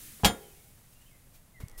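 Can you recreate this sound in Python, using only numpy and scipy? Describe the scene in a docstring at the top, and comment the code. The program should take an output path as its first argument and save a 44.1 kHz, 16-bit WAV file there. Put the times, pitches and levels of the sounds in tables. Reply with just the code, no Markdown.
"""Smoker lid dropping shut in a yard.

The heavy steel lid of a barbecue smoker falls: one edge touches, then the rim slams, chatters and rings briefly
over the hum of the air in the barrel. A soft hiss dies away and a bird whistles far off. Near the end gloves
and clothing rustle and bump close to the microphone, and a bright rustle of cloth swells and holds."""
import sys
import numpy as np
from scipy import signal
from scipy.fft import rfft, irfft, next_fast_len
from scipy.io import wavfile
from scipy.ndimage import uniform_filter1d

SR = 44100
rng = np.random.default_rng(int(sys.argv[2]) if len(sys.argv) > 2 else 0)


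def inscribe(sig):
    """Save sig as 16-bit PCM at rate SR to the path in sys.argv[1].

    A 1-D sig is mono; a 2-D sig holds one channel per row.
    Samples are clipped to [-1, 1] before scaling.
    """
    pcm = np.round(np.clip(np.atleast_2d(sig).T, -1, 1) * 32767)
    wavfile.write(sys.argv[1], SR, pcm.astype(np.int16))


N = 79380
T = np.arange(N) / SR


def amp(db):
    """Decibels to gain."""
    return 10 ** (np.asarray(db) / 20)


def unit(x):
    """Scales to an rms of one."""
    return x / np.sqrt(np.mean(x ** 2) + 1e-20)


def read(points, hz):
    """Reads the columns of a table on a log-frequency axis."""
    f, *columns = np.transpose(points)
    return [np.interp(np.log(hz + 1), np.log(f + 1), c) for c in columns]


def add(mix, s, sound):
    """Mixes a sound in at a time."""
    part = mix[max(round(s * SR), 0):][:len(sound)]
    part += sound[:len(part)]


def coloured(x, spectrum):
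    """Filters a sound by a spectrum."""
    return irfft(rfft(x) * amp(read(spectrum, np.fft.rfftfreq(N, 1 / SR))[0]), N)


def noise(spectrum):
    """Noise of a given colour, at an rms of one."""
    return unit(coloured(rng.standard_normal(N), spectrum))


def bands(x, count):
    """Splits a sound into log-spaced bands: (centre [Hz], signal)."""
    centres = np.geomspace(40, 16000, count)
    spectrum = rfft(x)
    log_hz = np.log(np.fft.rfftfreq(len(x), 1 / SR) + 1)
    return [(hz, irfft(spectrum * np.interp(log_hz, np.log(centres), weights), len(x)))
            for hz, weights in zip(centres, np.eye(count))]


# open air in the yard (frequency [Hz], relative density [dB])
AIR_COLOUR = [(12, -11), (20, 2.5), (65, -12), (116, -8), (216, -19.5), (248, -18.5), (410, -28),
              (499, -25), (1910, -33), (2990, -39), (16000, -54.5)]
# soft hiss (frequency [Hz], relative density [dB])
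HISS_COLOUR = [(200, 8), (700, -16), (2000, -3), (5000, -4), (10000, 1.5), (16000, -1.5)]
# its fade (time [s], level [dB])
HISS_FADE = [(0, -47), (.08, -47.5), (.2, -52), (.55, -57), (.8, -61), (1.1, -62), (1.5, -65)]


def background():
    """Steady outdoor air and a soft hiss that fades."""
    air = amp(-59) * noise(AIR_COLOUR)
    hiss_db = np.interp(T, *np.transpose(HISS_FADE))
    return air + amp(hiss_db) * noise(HISS_COLOUR)


# reverberation of the yard (frequency [Hz], gain [dB], t60 [s])
YARD_REVERB = [(60.2, -29, 0.39), (201.4, -24.5, 0.4), (400, -13, 0.84), (519, -17, .6), (690, -29, 1),
               (2000, -24.5, 0.58), (5000, -31.5, 0.21), (13900, -34, .3)]


def yard(x):
    """Scattered echoes from the house and drive, each band dying at its own speed."""
    tail = 0
    for hz, band in bands(rng.standard_normal(N), count=22):
        db, t60 = read(YARD_REVERB, hz)
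        decay = np.minimum(T / 0.019, 1) * np.exp(-np.log(1000) * T / t60)
        tail = tail + amp(db) * band * decay / np.linalg.norm(decay)
    return signal.fftconvolve(x, tail)[:N]


# whistles from far off
# (time [s], length [s], direct level [dB], start pitch [Hz], middle pitch [Hz], end pitch [Hz])
BIRD_NOTES = [(.36, 0.17, -64.5, 3290, 3097, 3046), (.48, 0.066, -69, 2730, 2550, 2476),
              (.55, 0.13, -71, 2240, 2210, 2190), (.95, 0.038, -68, 2730, 2790, 2765),
              (1.0, 0.047, -66.5, 2890, 2870, 2780), (1.054, .035, -63.5, 2960, 3110, 3150),
              (1.06, .06, -70.5, 2690, 2574, 2550), (1.097, .07, -66.5, 2350, 2100, 2030),
              (1.535, .07, -57, 2150, 1990, 1790), (1.605, 0.037, -58.5, 2140, 2180, 2135),
              (1.707, 0.104, -61.5, 2190, 1920, 2120)]


def distant_bird():
    """Slurred whistles glide through three pitches and reach the microphone mostly as echo."""
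    waver_depth, echo_db = .008, 23
    direct = np.zeros(N)
    for start, length, db, *pitches in BIRD_NOTES:
        progress = np.linspace(0, 1, int(length * SR))
        waver = unit(uniform_filter1d(rng.standard_normal(N), size=200))[:len(progress)]
        glide = np.polyval(np.polyfit([0, .5, 1], pitches, 2), progress)
        phase = 2 * np.pi * np.cumsum(glide * (1 + waver_depth * waver)) / SR
        add(direct, start, amp(db) * np.sin(np.pi * progress) * np.sin(phase))
    return direct + amp(echo_db) * yard(direct)


# bright rustle of glove or cloth (frequency [Hz], relative density [dB])
RUSTLE_COLOUR = [(200, 7.5), (1500, -7.5), (3000, -3.5), (5500, 1.5), (7000, -1), (10000, 6), (16000, 1.5)]


def rising_rustle():
    """A thin rustle of glove or cloth that swells quickly at the very end and holds."""
    start_s, rise_s = 1.771, .01
    swell = np.clip((T - start_s) / rise_s, 0, 1) ** 2
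    return amp(-45.5) * swell * noise(RUSTLE_COLOUR)


# close strokes of glove and cloth (time [s], rise [s], t60 [s], body level [dB], treble over body [dB])
CLOTH_STROKES = [(0.193, 0.0044, 0.2, -55, -31), (.775, 0.0069, 0.19, -65, -19),
                 (.92, 0.011, 0.14, -75.5, 15.5), (1.01, 0.0097, .12, -80.5, 20.5),
                 (1.268, .005, 0.068, -64, -15), (1.325, 0.029, 0.18, -70, 13.5),
                 (1.601, 0.0018, 0.21, -50.5, -2.5), (1.66, 0.041, 0.99, -62.5, -29)]
# dull body of a stroke (frequency [Hz], relative density [dB])
CLOTH_BODY = [(40, -5), (200, 2), (600, -1), (1400, -7.5), (3000, -14.5), (16000, -50)]
# its treble (frequency [Hz], relative density [dB])
CLOTH_TREBLE = [(500, -17.5), (2000, -2.5), (4000, -2.5), (9000, -1), (16000, -0.5)]
# small glove ticks (time [s], level before filtering [dB])
GLOVE_TICKS = [(1.6835, -32), (1.6975, -38), (1.7145, -42)]
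# filter that colours a tick (frequency [Hz], gain [dB])
TICK_COLOUR = [(500, -24), (2500, -14), (4200, -4), (8000, 0), (11000, -8), (16000, -14)]
# soft bumps right at the microphone (time [s], half width [s], peak level [dB])
MIC_BUMPS = [(1.609, .004, -43), (1.6391, 0.0019, -30.5), (1.664, 0.0019, -45), (1.723, 0.0093, -45),
             (1.782, 0.0077, -42.5)]


def handling():
    """Gloves and cloth rub, tick and bump close to the microphone."""
    body, treble = noise(CLOTH_BODY), noise(CLOTH_TREBLE)
    rub = 0
    for s, rise, t60, db, treble_db in CLOTH_STROKES:
        attack = np.clip((T - s) / rise, 0, 1)
        decay = np.exp(-np.log(1000) * np.maximum(T - s - rise, 0) / t60)
        rub = rub + amp(db) * attack * decay * (body + amp(treble_db) * treble)
    tick_envelope = sum(amp(db) * (T > s) * np.exp(-abs(T - s) / .001) for s, db in GLOVE_TICKS)
    ticks = coloured(tick_envelope * rng.standard_normal(N), TICK_COLOUR)
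    # each bump is one push and pull of pressure
    bumps = sum(amp(db) * (s - T) / width * np.exp(.5 - .5 * ((T - s) / width) ** 2)
                for s, width, db in MIC_BUMPS)
    return rub + ticks + bumps


# the lid meets the barrel (time [s], strength [dB], dull above [Hz])
LID_CONTACTS = [(.2342, -1.5, 760), (0.237, -18, 4540), (0.2457, -3.5, 1100), (0.2465, 1, 7400),
                (0.2505, -1.5, 15300), (0.2572, -7.5, 14000)]


def ringing(t, hz, t60):
    """Amplitude at one frequency: each contact adds energy, which then drains away."""
    rise_cycles = 0.21
    energy = 0
    for s, db, dull_hz in LID_CONTACTS:
        age = np.maximum(t - s, 0)
        delivered = amp(db) ** 2 / (1 + (hz / dull_hz) ** 4)
        rise = np.minimum(age * hz / rise_cycles, 1) ** 2
        energy = energy + delivered * rise * np.exp(-2 * np.log(1000) * age / t60)
    return np.sqrt(energy)


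# clear modes of the steel lid (frequency [Hz], relative level [dB], t60 [s])
LID_RING = [(53, -31, .18), (80, -33, .16), (120, -37, .16), (149, -36, .24), (188, -31, .22),
            (217, -29, .21), (284, -39, .27), (423, -37, .28), (450, -38, .3), (556, -37, .22),
            (645, -42, .24), (716, -33, .205), (747, -36, .17), (803, -29, .1), (824, -27, .145),
            (914, -34, .14), (959, -36, .16), (1037, -39, .19), (1302, -35, .14), (1403, -39, .32),
            (1626, -34, .15), (1678, -35, .19)]
# high modes of the rim and handle (frequency [Hz], relative level [dB], t60 [s])
RIM_RING = [(2221, -39, .18), (2547, -35, .13), (2958, -35, .13), (3130, -36, .14), (3198, -27, .16),
            (3316, -24, .13), (3681, -35.5, .21), (3916, -35, .125), (4036, -33, .115), (4426, -32, .13),
            (5158, -37, .16), (6173, -37, .17), (6550, -38, .19), (7117, -31, .2), (7342, -35, .085),
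            (7542, -39, .13), (7766, -36, .09), (9203, -32, .09), (9355, -32, .23), (10374, -35, .1),
            (11816, -34, .13), (12000, -32, .085), (12900, -35, .09), (14577, -32, .09)]
# air in the barrel, humming on after the lid (frequency [Hz], relative level [dB], t60 [s])
BARREL_HUM = [(376, -43, .5), (418, -44, .55), (472, -49, .55), (536, -49, .58), (808, -61, 1.1)]
# crowd of weaker shell modes (frequency [Hz], relative band level [dB], t60 [s])
SHELL_BANDS = [(40.4, -46.5, .2), (133, -38.5, 0.16), (300, -41, 0.24), (620, -41, 0.26), (950, -37, 0.23),
               (1390, -39, 0.17), (1867, -40, 0.26), (2386, -26, 0.08), (3100, -32, 0.13),
               (4000, -31, 0.14), (4980, -33.5, .11), (6500, -26.5, 0.075), (8440, -37.5, 0.11),
               (10060, -26, .08), (15650, -28.5, 0.12)]
# crack of the hardest contact (frequency [Hz], relative density [dB])
CRACK_COLOUR = [(300, -25), (1500, -8), (2500, -1), (4200, 1), (7500, -3), (10000, -17), (16000, -22)]


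def lid_slam():
    """The contacts ring clear modes and a dense crowd of shell modes; the hardest one also cracks."""
    ring_s, clump_db, crack_s = .7, 2.5, .003
    start = LID_CONTACTS[0][0]
    age = np.arange(next_fast_len(int(ring_s * SR))) / SR
    clang = np.zeros(N)
    for modes, trim_db in (LID_RING, 1), (RIM_RING, .5), (BARREL_HUM, -.5):
        for hz, db, t60 in modes:
            tone = np.sin(2 * np.pi * (hz * age + rng.random()))
            add(clang, start, amp(db + trim_db) * ringing(start + age, hz, t60) * tone)
    # the shell modes are noise whose spectrum bunches into peaks
    spectrum = rfft(rng.standard_normal(len(age)))
    clumps = unit(uniform_filter1d(rng.standard_normal(len(spectrum)), size=70))
    shell = irfft(spectrum * amp(clump_db * clumps), len(age))
    for hz, band in bands(shell, count=24):
        db, t60 = read(SHELL_BANDS, hz)
        envelope = ringing(start + age, hz, t60)
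        envelope_rms = np.sqrt(np.mean(envelope ** 2))
        add(clang, start, amp(db) * envelope_rms * unit(band * envelope))
    slam_s = max(LID_CONTACTS, key=lambda contact: contact[1])[0]
    add(clang, slam_s, amp(-18.5) * np.exp(-T / crack_s) * noise(CRACK_COLOUR))
    return clang


def scene():
    """The clang and its echo in the yard, with the quiet sounds near and far, at one microphone."""
    clang = lid_slam()
    return (clang + yard(clang) + distant_bird() + handling() + rising_rustle() + background())[None]


def record(dry):
    """The recorder's band limit cuts off the highest treble."""
    edge_hz = 15800
    lowpass = signal.firwin(511, edge_hz, window=("kaiser", 9), fs=SR)
    return signal.oaconvolve(dry, lowpass[None], "same")


dry = scene()
out = record(dry)
inscribe(out)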